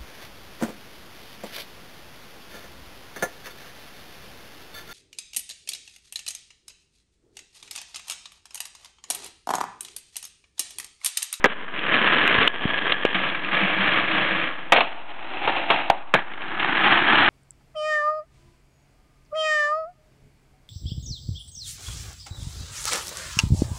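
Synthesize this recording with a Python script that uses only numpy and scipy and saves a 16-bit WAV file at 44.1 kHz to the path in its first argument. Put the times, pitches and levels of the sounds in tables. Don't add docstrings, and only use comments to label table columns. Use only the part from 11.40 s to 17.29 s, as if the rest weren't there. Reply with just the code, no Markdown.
import sys
import numpy as np
from scipy import signal
from scipy.fft import rfft, irfft
from scipy.io import wavfile
from scipy.ndimage import uniform_filter1d

SR = 44100
rng = np.random.default_rng(int(sys.argv[2]) if len(sys.argv) > 2 else 0)


def master_out(mix):
    frames = np.transpose(np.atleast_2d(mix))
    ceiling = np.clip(frames, -1, 1)
    pcm = np.round(ceiling * 32767).astype(np.int16)
    wavfile.write(sys.argv[1], SR, pcm)


N = 259749
TIME = np.arange(N) / SR
HIT_SIZE = 8192

# time in seconds, level in dB.
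STREET_LEVELS = [(0.02, -41.5), (0.12, -29), (0.175, -37.5), (0.33, -35.5), (0.38, -30), (0.46, -28.5),
                 (0.54, -17), (0.74, -18), (1.07, -18.5)]
COAST_LEVELS = [(1.09, -32.5), (1.18, -33), (1.23, -27), (1.45, -21.5), (1.56, -28.5), (1.74, -28.5)]
RUN_UP_LEVELS = [(1.75, -21), (2.0, -30.5), (2.11, -28.5), (2.13, -21.5), (2.65, -22.5), (2.87, -20),
                 (3.07, -26), (3.16, -37.5), (3.3, -39.5)]
SLIDE_LEVELS = [(3.40, -25.5), (3.54, -39), (3.73, -41.5), (3.92, -34.5), (4.08, -27), (4.28, -30),
                (4.34, -22), (4.52, -35.5), (4.66, -48.5)]
ROLL_OUT_LEVELS = [(4.78, -26.5), (4.84, -40.5), (4.92, -40), (5.192, -29.5), (5.204, -23.5), (5.32, -23.5),
                   (5.52, -16), (5.64, -18), (5.85, -14.5)]
# frequency in Hz, gain in dB.
STREET_TONE = [(29, -59.5), (50, -35.5), (198, -3.5), (338, -5.5), (371, -3.5), (705, -8), (895, -8.5),
               (1020, -3.5), (1320, -4), (1640, -2), (3240, -5.5), (4040, -23.5), (5250, -57), (8890, -120)]
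COAST_TONE = [(29, -53), (50, -26), (70, -24.5), (184, -12), (406, -10.5), (879, -16.5), (1200, -11),
              (1420, -17.5), (1670, -6), (1900, -12), (2900, -14.5), (3240, -11), (4040, -35.5),
              (5250, -57), (8890, -120)]
RUN_UP_TONE = [(29, -69.5), (50, -31), (188, 1), (238, -9), (326, 0.5), (399, -12), (555, -4.5),
               (929, -7.5), (1160, -2), (1470, -5.5), (1700, -1.5), (1940, -2.5), (2290, -3), (3300, -8.5),
               (4040, -24), (5250, -51.5), (8890, -120)]
SLIDE_TONE = [(29, -84), (50, -31), (135, -19), (178, -21), (257, -13), (371, -11.5), (462, -23),
              (488, -15.5), (802, -0.5), (1080, -8.5), (1220, -5.5), (2700, -7.5), (4040, -21),
              (5250, -83.5), (8890, -120)]
ROLL_OUT_TONE = [(29, -59.5), (50, -36), (108, -12.5), (222, -2), (257, -4.5), (344, 0.5), (406, -8.5),
                 (525, -13), (787, -2), (1120, -4.5), (1290, -2), (1700, -2), (3240, -6.5), (4040, -21.5),
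                 (5250, -65), (8890, -120)]
AIR_TONE = [(24, -31.5), (40, -16.5), (70, -33), (322, -28.5), (398, -26.5), (931, -9.5), (3330, -36.5),
            (4040, -48), (5250, -75.5), (8890, -120)]
# pitch in Hz, width in Hz, gain in dB.
SKATE_RINGS = [(297, 190, -4.5), (480, 170, -8), (690, 280, -3), (1240, 260, -2), (1644, 74, 0.5),
               (2290, 130, -2), (2700, 54, -10.5), (3350, 780, -3.5)]
HUB_RINGS = [(1700, 170, -6)]
RAIL_RINGS = [(330, 43, -1.5), (680, 61, -1), (760, 420, 7), (910, 67, 0.5), (1190, 95, -1),
              (1600, 530, -0.5), (2200, 320, -2.5), (2650, 430, 3.5), (3250, 360, 6)]
# start in seconds, level in dB, second slap compared with
# the first in dB, pitch of the struck spot in Hz.
LANDINGS = [(.0420, -10, -2.5, 1940), (0.0572, -14.5, -12.5, 450), (4.74, -11.5, -2, 1560),
            (4.7515, -15, -4.5, 696)]
# start in seconds, frame level in dB, sole level in dB,
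# delay of the sole in seconds, fade time of the frame's rattle in seconds, pitch of the sole in Hz.
RAIL_HITS = [(3.321, -9, -12, 0.00096, 0.0085, 1120), (3.3320, -19, -14.5, .001, 0.017, 720),
             (3.3617, -11.5, -14.5, 0.013, 0.015, 694), (3.4060, -15, -20, .001, 0.0061, 760),
             (4.0280, -29.5, -34, .002, 0.018, 800), (4.0745, -24.5, -15, 0.00084, 0.012, 796),
             (4.1637, -25, -27, 0.00094, 0.011, 784), (4.3016, -12, -13.5, 0.0073, 0.0089, 850),
             (4.4991, -20.5, -19, 0.00099, 0.0045, 1380)]
# start in seconds, level in dB, pitch in Hz, fade in seconds.
KNOCKS_AND_SWELLS = [(0.0424, -10.5, 456, 0.0025), (0.981, -22, 109, 0.0063), (1.0785, -8, 3200, 0.0007),
                     (1.2539, -9, 206, 0.0024), (1.6506, -3, 452, 0.0017), (2.226, -23.5, 192, 0.022),
                     (2.386, -24, 195, 0.028), (4.5007, 4.5, 808, 0.0016), (4.7386, -3.5, 1526, 0.0013)]
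# start in seconds, level in dB, pitch in Hz, fade in seconds.
WHEEL_CLICKS = [(.3618, -31, 2200, 0.0032), (0.391, -28, 2700, 0.0027), (.4115, -33, 2400, .002),
                (0.4646, -29, 2500, .004), (0.541, -16, 2000, 0.0072), (.8767, -17, 2510, 0.0011),
                (1.075, -15.5, 3200, 0.0021), (1.3027, -33, 1700, .0044), (1.4953, -23, 1700, 0.0051),
                (1.5211, -16.5, 3250, 0.003), (1.6502, -19.5, 2300, 0.0067), (1.747, -22.5, 2400, 0.0062),
                (1.9477, -24.5, 1990, 0.0069), (2.046, -27, 2300, 0.0054), (2.1178, -30, 2300, 0.0087),
                (4.9355, -35, 2505, .005), (5.0185, -32, 2400, 0.0065), (5.1969, -22.5, 2500, 0.0069),
                (5.44, -21, 2010, 0.0067)]


def undb(db):
    return 10 ** (np.asarray(db) / 20)


def unit(x):
    return x / np.sqrt(np.mean(x ** 2) + 1e-18)


def add(out, start_s, x):
    i = max(int(start_s * SR), 0)
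    out[i:i + len(x)] += x[:N - i]


def at_level(x, db):
    return x * undb(db) / np.sqrt(np.sum(x ** 2) / (SR / 100))


def butter(x, hz, kind, order=2):
    return signal.sosfilt(signal.butter(order, hz, kind, fs=SR, output="sos"), x)


def below(x, hz):
    return signal.sosfiltfilt(signal.butter(4, hz, fs=SR, output="sos"), x)


def ring(x, rings):
    return sum(undb(db) * signal.lfilter(*signal.iirpeak(hz, hz / width, fs=SR), x)
               for hz, width, db in rings)


def shape_tone(x, tone):
    hz, db = np.transpose(tone)
    grid_hz = np.maximum(np.arange(HIT_SIZE // 2 + 1) * SR / HIT_SIZE, 1)
    gains = undb(np.interp(np.log(grid_hz), np.log(hz), db))
    cepstrum = irfft(np.log(gains))
    cepstrum[1:HIT_SIZE // 2] *= 2
    cepstrum[HIT_SIZE // 2 + 1:] = 0
    response = irfft(np.exp(rfft(cepstrum)))
    return signal.fftconvolve(x, response)[:N]


def drift(per_s):
    points = rng.standard_normal(HIT_SIZE)
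    return unit(np.interp(TIME * per_s, np.arange(HIT_SIZE), points))


def air():
    hush = unit(shape_tone(rng.standard_normal(N), AIR_TONE))
    return hush * undb(-47.5 + drift(per_s=3.2))


def house_echo(x, from_s, fade_s, level_db):
    t = TIME[:SR]
    echoes = rng.standard_normal(SR) * undb(-60 * t / fade_s) * (t > .008)
    echoes /= np.sqrt(np.sum(echoes ** 2))
    return undb(level_db) * signal.fftconvolve(x * (TIME > from_s), echoes)[:N]


def blow(fade_s, rattle_db):
    t = TIME[:HIT_SIZE]
    noise = unit(butter(rng.standard_normal(HIT_SIZE), 4000, "low", order=4))
    chatter = np.tanh(2 * noise) * np.exp(-t / fade_s)
    push = butter(1. * (t == 0), 4000, "low", order=4)
    return unit(push) + undb(rattle_db) * unit(chatter)


def clicks(rows):
    out = np.zeros(N)
    for start_s, db, hz, fade_s in rows:
        push = blow(fade_s, rattle_db=12)
        body = ring(push, [(hz, 1100, 0)]) + undb(-8) * ring(push, SKATE_RINGS)
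        add(out, start_s, at_level(butter(body, 3450, "low", order=8), db))
    return out


def stones(per_s=7, pitch_hz=2330, fade_s=0.0028):
    when, size, pitch = rng.random((int(per_s * N / SR), 3)).T
    start_s = when * N / SR
    rolling = STREET_LEVELS + COAST_LEVELS + RUN_UP_LEVELS + ROLL_OUT_LEVELS
    rolling_db = np.interp(start_s, *np.transpose(rolling))
    tick_db = rolling_db - 4 + 1.5 * (2 * size - 1)
    tick_hz = pitch_hz * 2 ** ((pitch - .5) / 2)
    rows = np.column_stack([start_s, tick_db, tick_hz, np.full(len(start_s), fade_s)])
    on_ground = (start_s < 3.1) | (start_s > 4.8)
    return clicks(rows[on_ground])


def knocks_and_swells():
    out, t = np.zeros(N), TIME[:HIT_SIZE]
    for start_s, db, hz, fade_s in KNOCKS_AND_SWELLS:
        age = 2 * t / fade_s
        swing = age * np.exp(1 - age) * np.sin(2 * np.pi * hz * t)
        add(out, start_s, undb(db) * butter(swing, 0.31 * hz, "high"))
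    return out


def clack(db, rings, fade_s, crack_db, bright_hz, rattle_db):
    push = blow(fade_s, rattle_db)
    body = ring(push, rings) + undb(crack_db) * push
    heard = butter(body, [135, 3700], "band", order=4)
    return at_level(butter(heard, bright_hz, "low"), db)


def landings():
    out = np.zeros(N)
    slap = dict(crack_db=-5, bright_hz=2380, rattle_db=2.5)
    for start_s, db, second_db, spot_hz in LANDINGS:
        first = SKATE_RINGS + [(spot_hz, 150, 6)]
        second = SKATE_RINGS + [(1570, 150, 6)]
        add(out, start_s, clack(db, first, fade_s=0.0048, **slap))
        add(out, start_s + 0.0049, clack(db + second_db, second, fade_s=0.009, **slap))
    return out


def rail_hits():
    out = np.zeros(N)
    for start_s, frame_db, sole_db, delay_s, fade_s, sole_hz in RAIL_HITS:
        frame_rings = RAIL_RINGS + [(2300, 370, 6.5)]
        sole_rings = RAIL_RINGS + [(sole_hz, 370, 6.5)]
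        frame = clack(frame_db, frame_rings, fade_s, crack_db=-19, bright_hz=3700, rattle_db=15.5)
        sole = clack(sole_db, sole_rings, 1.76 * fade_s, crack_db=-19, bright_hz=2400, rattle_db=19.5)
        add(out, start_s, frame)
        add(out, start_s + delay_s, sole)
    return out


def grit(per_s, spread_db, patchy_db, hiss_db):
    struck = rng.random(N) < per_s / SR
    size = undb(spread_db * np.minimum(rng.exponential(size=N), 4))
    strikes = unit(struck * size * rng.choice([-1, 1], N))
    hiss = undb(hiss_db) * rng.standard_normal(N)
    return (strikes + hiss) * undb(patchy_db * drift(per_s=130))


def asphalt(per_s, spread_db, patchy_db, hiss_db):
    strikes = grit(per_s, spread_db, patchy_db, hiss_db)
    return strikes + ring(strikes, HUB_RINGS)


def travel(contact, rings, levels, tone, start_s, end_s, ring_db, bright_db, rumble_db):
    sway_db = 1.04 * drift(per_s=20)
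    level_db = np.interp(TIME, *np.transpose(levels)) + sway_db
    load_db = level_db + 25
    treble_gain = undb(bright_db + 0.1455 * load_db)
    rumble_gain = undb(rumble_db - 0.1156 * load_db)
    sound = shape_tone(contact + undb(ring_db) * ring(contact, rings), tone)
    bass, dull = below(sound, 550), below(sound, 2100)
    middle, treble = unit(dull - bass), unit(sound - dull)
    rasp = (middle + treble_gain * treble) / np.hypot(1, treble_gain)
    touching = uniform_filter1d(1. * ((TIME >= start_s) & (TIME < end_s)), size=200)
    return touching * undb(level_db) * (unit(rasp) + rumble_gain * unit(bass))


def slide():
    scrape = grit(per_s=2000, spread_db=2.6, patchy_db=1.4, hiss_db=-4)
    return travel(scrape, RAIL_RINGS, SLIDE_LEVELS, SLIDE_TONE,
                  start_s=3.325, end_s=4.76, ring_db=-9, bright_db=-1.5, rumble_db=-11)


def wheels():
    ground = asphalt(per_s=1500, spread_db=3.4, patchy_db=1.3, hiss_db=-7.5)
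    street = travel(ground, SKATE_RINGS, STREET_LEVELS, STREET_TONE,
                    start_s=0, end_s=1.08, ring_db=-15, bright_db=-4, rumble_db=-9.5)
    ground = asphalt(per_s=1500, spread_db=4.3, patchy_db=1.3, hiss_db=-6.5)
    coast = travel(ground, SKATE_RINGS, COAST_LEVELS, COAST_TONE,
                   start_s=1.08, end_s=1.745, ring_db=-17, bright_db=-3, rumble_db=-11)
    ground = asphalt(per_s=2500, spread_db=4, patchy_db=1.1, hiss_db=-1)
    run_up = travel(ground, SKATE_RINGS, RUN_UP_LEVELS, RUN_UP_TONE,
                    start_s=1.745, end_s=3.325, ring_db=-8, bright_db=-2, rumble_db=-10)
    ground = asphalt(per_s=2400, spread_db=4.4, patchy_db=1.5, hiss_db=-4.5)
    roll_out = travel(ground, SKATE_RINGS, ROLL_OUT_LEVELS, ROLL_OUT_TONE,
                      start_s=4.76, end_s=6, ring_db=-15.5, bright_db=-6, rumble_db=-11)
    ceiling = undb(-4.5)
    return ceiling * np.tanh((street + coast + run_up + roll_out) / ceiling)


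def scene():
    blows = landings() + rail_hits()
    skater = wheels() + slide() + blows + knocks_and_swells() + clicks(WHEEL_CLICKS) + stones()
    echo = house_echo(skater, from_s=1.7, fade_s=0.26, level_db=-14.5)
    return (skater + echo + air())[None]


def record(dry):
    band_hz, top_hz = 4150, 16000
    offset, limit = -.03, .71
    narrow = signal.sosfilt(signal.ellip(8, .3, 80, band_hz, fs=SR, output="sos"), dry)
    clipped = np.clip(narrow + offset, -limit, limit)
    return signal.sosfilt(signal.ellip(8, .2, 70, top_hz, fs=SR, output="sos"), clipped)


dry = scene()
out = record(dry)
master_out(out)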